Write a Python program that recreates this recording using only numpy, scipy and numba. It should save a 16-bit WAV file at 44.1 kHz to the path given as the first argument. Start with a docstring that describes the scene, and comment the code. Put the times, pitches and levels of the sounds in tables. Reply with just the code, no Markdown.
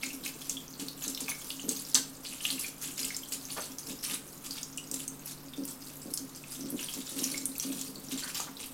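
"""A thin stream of tap water runs over two hands that squeeze and rub a wet tissue above a washbasin.
Each squeeze splashes: water films crackle on the skin and thousands of tiny bubbles ring.
Trapped air spits, plinks and gurgles, and falling water drums on the bowl and makes it ring.
A small tiled room echoes the hands; a low hum and a faint electronic whine lie underneath."""
import sys
import numpy as np
from scipy import signal
from scipy.fft import rfft, irfft
from scipy.io import wavfile
from scipy.ndimage import uniform_filter1d, map_coordinates
from numba import njit

SR = 44100
rng = np.random.default_rng(int(sys.argv[2]) if len(sys.argv) > 2 else 0)


def transcribe(signal):
    """Save signal, clipped to [-1, 1], as a 16-bit WAV file at the path in sys.argv[1]."""
    frames = np.atleast_2d(signal).T
    limited = np.clip(frames, -1, 1)
    pcm = np.round(limited * 32767).astype(np.int16)
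    wavfile.write(sys.argv[1], SR, pcm)


N = 384993
TIME = np.arange(N) / SR
TOP_HZ = 16000

# The tone of the tap's even rush. Each row: frequency in Hz, relative level in dB.
STREAM_COLOUR = [(25, 0.5), (80, -7), (170, -0.5), (330, -2.5), (650, -12.5), (1250, -10), (1800, -16),
                 (5000, -22), (15500, -21)]
# The stream on resting skin, softer where the tissue catches it.
# Each row: time in seconds, relative level in dB.
SKIN_FLOW = [(0, -47.5), (0.72, -51.5), (1.8, -41.5), (2.2, -54.5), (2.75, -55), (3.3, -48.5),
             (5.45, -55.5), (5.7, -50), (8.7, -50)]
# Hands press water out of the tissue. Each row: start in seconds, length in seconds, relative level in dB.
SQUEEZES = [(0.005, 0.052, -47), (0.228, 0.06, -47.5), (0.407, 0.12, -48), (0.786, 0.048, -45),
            (1.006, 0.1, -46), (1.193, 0.012, -39.5), (1.275, 0.022, -40), (1.677, 0.039, -40.5),
            (1.944, 0.011, -29), (2.229, 0.35, -50.5), (2.428, 0.098, -42), (2.565, 0.12, -47.5),
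            (2.812, 0.08, -43.5), (2.967, 0.15, -44.5), (3.309, 0.031, -40.5), (3.494, 0.15, -45.5),
            (3.86, 0.07, -48), (4.026, 0.12, -42.5), (4.436, 0.013, -42), (4.507, 0.11, -51),
            (4.929, 0.11, -48), (5.25, 0.064, -47.5), (5.67, 0.038, -47), (6.463, 0.12, -49),
            (6.762, 0.25, -46), (7.053, 0.26, -46), (7.176, 0.19, -43.5), (7.606, 0.26, -47.5),
            (8.1, 0.21, -45.5), (8.335, 0.1, -44), (8.589, 0.042, -45.5)]
# The tone of the spray. Each row: frequency in Hz, relative level in dB.
SPRAY_COLOUR = [(1000, -19.5), (2000, -19), (3600, -10), (6500, 1), (9000, 4.5), (12000, 3.5), (15500, -10)]
# How much water the hands hold. Each row: time in seconds, boost of the larger bubbles in dB.
WETNESS = [(0, 6.5), (0.45, -1), (1.55, -1), (1.95, -2), (2.3, 8), (2.55, -13), (2.85, -0.5), (5.15, -1),
           (5.9, -52), (6.4, -1.5), (7.25, -2), (8.6, 4)]
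# The notes the bowl rings with. Each row: pitch in Hz, seconds to fade by 60 dB, relative level in dB.
BOWL_NOTES = [(195.2, 0.92, -5.5), (269.5, 0.28, 11.5), (293, 0.072, 6.5), (349.7, 0.35, -6.5),
              (414.7, 0.22, -7), (442, 0.28, -5.5), (534.5, 0.37, -9)]
# A cupped hand tips water onto the bowl.
# Each row: start in seconds, relative level in dB, length in seconds.
SPILLS = [(0.043, -43, 0.33), (0.794, -35.5, 0.03), (1.071, -35.5, 0.015), (1.217, -37, 0.013),
          (1.64, -34, 0.062), (1.945, -39, 0.025), (2.526, -41.5, 0.024), (3.002, -45.5, 0.032),
          (3.885, -38.5, 0.047), (4.104, -41, 0.031), (4.919, -36.5, 0.0092), (5.581, -31.5, 0.02),
          (6.056, -34.5, 0.017), (6.202, -39, 0.02), (6.593, -37.5, 0.12), (6.725, -31.5, 0.035),
          (6.967, -36.5, 0.01), (7.122, -37.5, 0.4), (7.201, -33.5, 0.027), (7.649, -34, 0.091),
          (7.863, -43.5, 0.26), (8.123, -34.5, 0.018)]
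# How long the tiled room echoes. Each row: frequency in Hz, seconds to fade by 60 dB.
ROOM_DECAY = [(500, 0.33), (2500, 0.38), (7000, 0.3), (14000, 0.3)]
# Single large bubbles. Each row: start in seconds, peak level in dB, starting pitch in Hz.
PLINKS = [(0.032, -27.5, 2150), (0.104, -32, 2600), (0.238, -33, 3850), (0.569, -27.5, 3240),
          (1.242, -30.5, 4500), (1.2819, -24.5, 2370), (1.316, -28, 2140), (1.595, -31, 2920),
          (2.406, -30, 2870), (2.453, -24, 2770), (2.58, -33, 2620), (2.643, -28, 2330),
          (3.002, -23.5, 6500), (3.031, -23, 4770), (3.105, -29.5, 2140), (3.146, -24, 5070),
          (3.233, -34.5, 3060), (3.453, -26, 6000), (4.104, -41, 2870), (4.576, -49, 3140),
          (4.78, -29.5, 2800), (5.535, -34, 3500), (6.137, -26.5, 5100), (6.438, -36.5, 2530),
          (6.609, -27, 5800), (6.792, -28, 2820), (6.886, -28, 3140), (7.343, -30.5, 2150),
          (7.555, -37, 2480), (8.235, -27, 4400), (8.569, -33, 3800), (8.63, -35, 3760)]
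# Air spits from the tissue and fingers. Each row: start in seconds, relative level in dB, pitch in Hz.
SPITS = [(0.495, -14.5, 7150), (0.8834, -23, 4700), (1.079, -21, 7060), (1.147, -24.5, 5270),
         (1.1743, -22.5, 3500), (1.5034, -22, 3670), (1.691, -12, 7100), (1.945, -4.5, 6800),
         (1.952, -7.5, 4800), (2.4512, -17.5, 3120), (2.5027, -18.5, 4200), (3.165, -19, 7400),
         (3.784, -25, 6300), (4.048, -19.5, 5460), (4.508, -23, 5500), (4.63, -21.5, 6840),
         (4.774, -24, 8200), (4.913, -19.5, 7660), (4.941, -18, 7650), (5.0786, -19.5, 8150),
         (5.258, -24.5, 12200), (5.652, -23, 11200), (6.1387, -14.5, 10000), (6.174, -19.5, 6540),
         (6.7028, -25, 10900), (7.2399, -14.5, 6400), (7.3774, -20, 6700), (7.455, -13, 9600),
         (7.5808, -22, 12400), (7.598, -15.5, 6320), (7.812, -22, 6540), (8.402, -21, 7000)]
# Air churns in a hand that opens or closes. 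Each row: start in seconds, level in dB,
# length in seconds, first pitch in Hz, last pitch in Hz, pitch scatter in octaves.
GURGLES = [(1.946, -42, 0.032, 1340, 1490, 0.46), (3.565, -39.5, 0.032, 940, 1150, 0.59),
           (4.576, -41.5, 0.011, 2310, 5200, 0.096), (8.225, -48, 0.072, 1760, 1450, 0.11),
           (8.397, -38, 0.008, 1100, 1080, 0.26), (8.465, -48.5, 0.027, 895, 1550, 0.33)]


def undb(db):
    """Turn decibels into a gain to multiply by."""
    return 10 ** (np.asarray(db) / 20)


def unit(x):
    """Scale a sound to an average (rms) level of 1."""
    return x / np.sqrt(np.mean(x ** 2) + 1e-18)


def on_log_axis(hz, points):
    """Read between (Hz, value) points, giving every octave the same width."""
    point_hz, value = np.transpose(points)
    return np.interp(np.log(hz + 1), np.log(point_hz), value)


def colour(x, points):
    """Shape a sound's tone with a curve of (Hz, dB) points."""
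    hz = np.fft.rfftfreq(len(x), 1 / SR)
    return irfft(rfft(x) * undb(on_log_axis(hz, points)), len(x))


def wander(per_s):
    """A slow drift: random values joined by straight lines."""
    times = np.arange(0, TIME[-1] + 1, 1 / per_s)
    return np.interp(TIME, times, rng.standard_normal(len(times)))


def add(out, start_s, x):
    """Mix x into out from start_s on."""
    first = max(int(start_s * SR), 0)
    part = out[first:first + len(x)]
    part += x[:len(part)]


@njit
def bubbles(start_s, hz, cycles, gain, glide):
    """Each bubble is a tone that swells as it pinches off, then dies; glide lifts it as it surfaces."""
    out = np.zeros(N)
    for k in range(len(start_s)):
        first = max(int(start_s[k] * SR), 0)
        length = int(cycles[k] * SR / hz[k]) + 2
        phase = 0.
        for i in range(min(length, N - first)):
            age = i / length
            phase += 2 * np.pi * min(hz[k] * (1 + glide * age) / SR, .45)
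            envelope = min(10 * age, 2 * np.exp(-7 * age))
            out[first + i] += gain[k] * envelope * np.sin(phase)
    return out


def swarm(count, low_hz, high_hz, cycles, scatter_db, cluster_db=4, glide=0.23):
    """A steady crowd of bubbles: most are quiet, a few stand out."""
    when, pitch, life, luck = rng.random((count, 4)).T
    hz = low_hz * (high_hz / low_hz) ** pitch
    # bubbles close in time and pitch are alike in loudness
    clusters = map_coordinates(rng.standard_normal((400, 8)), [when * 399, pitch * 7], order=1)
    db = cluster_db * clusters - scatter_db * np.log(luck + 0.23)
    gain = undb(db) * rng.choice([-1, 1], count)
    return unit(bubbles(when * N / SR, hz, cycles * 2 ** (2 * life - 1), gain, glide))


def gushes(source, rows, fade_s, sag_db_per_s=13):
    """Cut a steady sound into gushes that start quickly, weaken as the water runs out, and fade."""
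    wanted_power, t = np.zeros(N), TIME[:SR // 2]
    for start, db, length in rows:
        envelope = np.minimum(2 * t / fade_s, 1) * np.exp(-np.maximum(t - length, 0) / fade_s)
        add(wanted_power, start, (undb(db - sag_db_per_s * t) * envelope) ** 2)
    source_power = uniform_filter1d(source ** 2, SR // 10)
    return source * np.sqrt(wanted_power / (np.abs(source_power) + 1e-12))


def stream(rush_db=-53, trickle_db=-64):
    """The tap rushes evenly and the water trickles toward the drain."""
    rush = unit(colour(rng.standard_normal(N), STREAM_COLOUR))
    trickle = swarm(count=12000, low_hz=470, high_hz=1500, cycles=30, scatter_db=2, cluster_db=1, glide=0.)
    return undb(rush_db) * rush + undb(trickle_db) * trickle


def spurts(per_s=50, decay_s=0.008, depth=0.7):
    """Water slips between the fingers in fits: a gain that jumps at random moments and falls back."""
    jumps = (rng.random(N) < per_s / SR) * rng.uniform(.3, 1, N)
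    power = signal.lfilter([1], [1, -np.exp(-1 / (decay_s * SR))], jumps)
    return np.sqrt(1 - depth + depth * power / power.mean())


def splash(spray_db=3.5, bubble_db=-4, mist_db=-9.5, fade_s=0.024):
    """The stream breaks on skin and tissue into a swish of crackling films, fizz and larger bubbles."""
    start, length, db = np.transpose(SQUEEZES)
    crackle = swarm(count=24000, low_hz=900, high_hz=16200, cycles=5.4, scatter_db=3)
    fizz = swarm(count=1500, low_hz=3400, high_hz=14500, cycles=36, scatter_db=2.5)
    spray = unit(colour(2 * crackle + fizz, SPRAY_COLOUR))
    babble = swarm(count=2600, low_hz=2350, high_hz=5500, cycles=11, scatter_db=3.2, cluster_db=5)
    mist = swarm(count=6000, low_hz=11460, high_hz=15000, cycles=22, scatter_db=4)
    # a full palm makes large bubbles, a thin film makes fine mist
    wet_db = np.interp(TIME, *np.transpose(WETNESS))
    layers = [(spray, spray_db), (babble, bubble_db + wet_db), (mist, mist_db - 0.14 * wet_db)]
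    squeezed = sum(undb(layer_db) * gushes(source, zip(start, db, length), fade_s)
                   for source, layer_db in layers)
    # on resting skin the stream only whispers, with separate droplets ticking through
    droplets = swarm(count=350, low_hz=3900, high_hz=15000, cycles=18, scatter_db=4.5, cluster_db=2)
    whisper = undb(-4) * spray + undb(-17) * babble + undb(-11) * mist
    whisper = np.roll(whisper, SR)  # shifted a second so it does not double the squeezes
    flow = undb(np.interp(TIME, *np.transpose(SKIN_FLOW)))
    return spurts() * (squeezed + flow * whisper) + flow * undb(-8) * droplets


def basin(knock_db=3, patter_db=-2.5, drip_db=-53, drops_per_s=400, fall_s=0.025, shed_db=-8):
    """Water makes the bowl ring: steady dripping, a patter after each squeeze, a knock for each spill."""
    t = TIME[:SR // 3]
    ring = sum(undb(db) * np.sin(2 * np.pi * hz * t) * 1000 ** (-t / ring_s)
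               for hz, ring_s, db in BOWL_NOTES)
    drops = rng.standard_normal(N) * (rng.random(N) < drops_per_s / SR)
    drumming = unit(signal.fftconvolve(drops, ring)[:N])
    # part of each squeeze lands a moment later; those under 0.027 seconds shed less water
    shed = [(start + fall_s, db + shed_db + 10 * np.log10(min(length / 0.027, 1)), length)
            for start, length, db in SQUEEZES]
    patter = gushes(drumming, list(SPILLS) + shed, fade_s=0.041)
    out = undb(patter_db) * patter + undb(drip_db) * np.roll(drumming, SR)
    for start, db, _ in SPILLS:
        add(out, start, undb(db + knock_db) * ring / np.abs(ring).max())
    # hands and water shift over the bowl, so its ring wavers in pitch
    out = map_coordinates(out, [(TIME + 0.0007 * wander(per_s=12)) * SR], order=1)
    # the bowl is too small to give off deep bass
    return signal.sosfilt(signal.butter(4, 190, "high", fs=SR, output="sos"), out)


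def hum(hz=147, db=-60):
    """A low hum whose pitch and level waver."""
    wavering_hz = hz * (1 + 0.012 * wander(per_s=20))
    phase = 2 * np.pi * np.cumsum(wavering_hz) / SR
    return np.sqrt(2) * np.sin(phase) * undb(db + 3 * wander(per_s=6))


def tile_echo(gap_s=0.002, bowl_s=0.012):
    """The room's answer to a click: a bright tail, strongest at first as the bowl throws sound back."""
    t = TIME[:SR // 2]
    octave_edges = np.append(0, SR / 2 ** np.arange(7, 0, -1))
    spectrum = rfft(rng.standard_normal(len(t)))
    hz = np.fft.rfftfreq(len(t), 1 / SR)
    tail = np.zeros(len(t))
    for low, high in zip(octave_edges, octave_edges[1:]):
        band = irfft(spectrum * (hz >= low) * (hz < high), len(t))
        tail += band * 1000 ** (-t / on_log_axis((low + high) / 2, ROOM_DECAY))
    tail *= (t > gap_s) * (1 + np.exp(-t / bowl_s))
    return tail / np.linalg.norm(tail)


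def room(x, echo_db=-2.5, places=4):
    """The hands keep moving, so their echo glides through a few patterns, once round every second."""
    offsets = np.arange(places)[:, None] / places
    shares = np.maximum(np.cos(2 * np.pi * (TIME - offsets)), 0)
    echo = sum(signal.oaconvolve(x * share, tile_echo())[:N] for share in shares)
    return x + undb(echo_db) * echo


def plinks(cycles=32, glide=0.18, splat_tones=6, splat_s=0.006):
    """A large bubble rings with a clear pitch, amid the short splat of the drop that trapped it."""
    start, db, hz = np.transpose(PLINKS)
    lag, detune, life = rng.random((len(start), splat_tones, 3)).T
    out = bubbles(start, hz, cycles * 2 ** (life[0] - .5), undb(db), glide)
    splat_cycles = np.full(len(start), cycles / splat_tones)
    for k in range(splat_tones):
        splat_hz = hz * 2 ** (2 * detune[k] - .5)
        out += bubbles(start + splat_s * lag[k], splat_hz, splat_cycles, undb(db) / 2, glide=0.)
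    return out


def spits(attack_s=0.0008, decay_s=0.0024, crack_db=-2, tick_db=-32.5, ring_db=-5.5, limit_db=-18):
    """An air pocket bursts: its water film tears with a tick, and its size sets the pitch of a crack."""
    out, t = np.zeros(N), TIME[:SR // 40]
    envelope = np.minimum(t / attack_s, 1) * np.exp(-t / decay_s)
    treble = signal.butter(2, [9500, TOP_HZ], "band", fs=SR)
    for start, db, hz in SPITS:
        burst, film = rng.standard_normal((2, len(t))) * envelope
        pocket = signal.iirpeak(min(hz, TOP_HZ), Q=2.4, fs=SR)
        crack = signal.lfilter(*pocket, signal.lfilter(*pocket, burst) + .5 * burst)
        tick = signal.lfilter(*treble, film)
        add(out, start, crack / np.abs(crack).max() * undb(db + crack_db))
        add(out, start, tick / np.abs(tick).max() * undb(tick_db))
    # the closing film traps a larger, lower bubble; past a limit, harder bursts ring no louder
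    start, db, hz = np.transpose(SPITS)
    ring_hz = hz * rng.uniform(0.743, 0.99, len(start))
    cycles = np.full(len(start), 30.)
    gain = undb(np.minimum(db, limit_db) + ring_db)
    return out + bubbles(start + 0.001065, ring_hz, cycles, gain, glide=0.11)


def gurgles(cycles=7., count=80):
    """A quick run of big bubbles in a cupped hand; their pitch slides as its hollow changes size."""
    out = np.zeros(N)
    for start, db, length, first_hz, last_hz, scatter in GURGLES:
        progress = (np.arange(count) + rng.random(count)) / count
        hz = first_hz * (last_hz / first_hz) ** progress
        hz *= 2 ** (scatter * rng.standard_normal(count))
        gain = rng.standard_normal(count)
        run = bubbles(start + length * progress, hz, np.full(count, cycles), gain, glide=0.)
        out += run * undb(db) * np.sqrt(length * SR / np.sum(run ** 2))
    return out


def scene():
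    """The hands splash in the room, over the drumming bowl, the running tap and the hum."""
    hands = splash() + spits() + plinks() + gurgles()
    return (room(hands) + basin() + stream() + hum())[None]


def record(dry, whine_hz=12000, whine_db=-61):
    """Add a thin electronic whine and cut off the highest treble."""
    whine = undb(whine_db) * np.sin(2 * np.pi * whine_hz * TIME)
    treble_cut = signal.ellip(8, .2, 70, TOP_HZ, fs=SR, output="sos")
    return signal.sosfilt(treble_cut, dry + whine)


dry = scene()
out = record(dry)
transcribe(out)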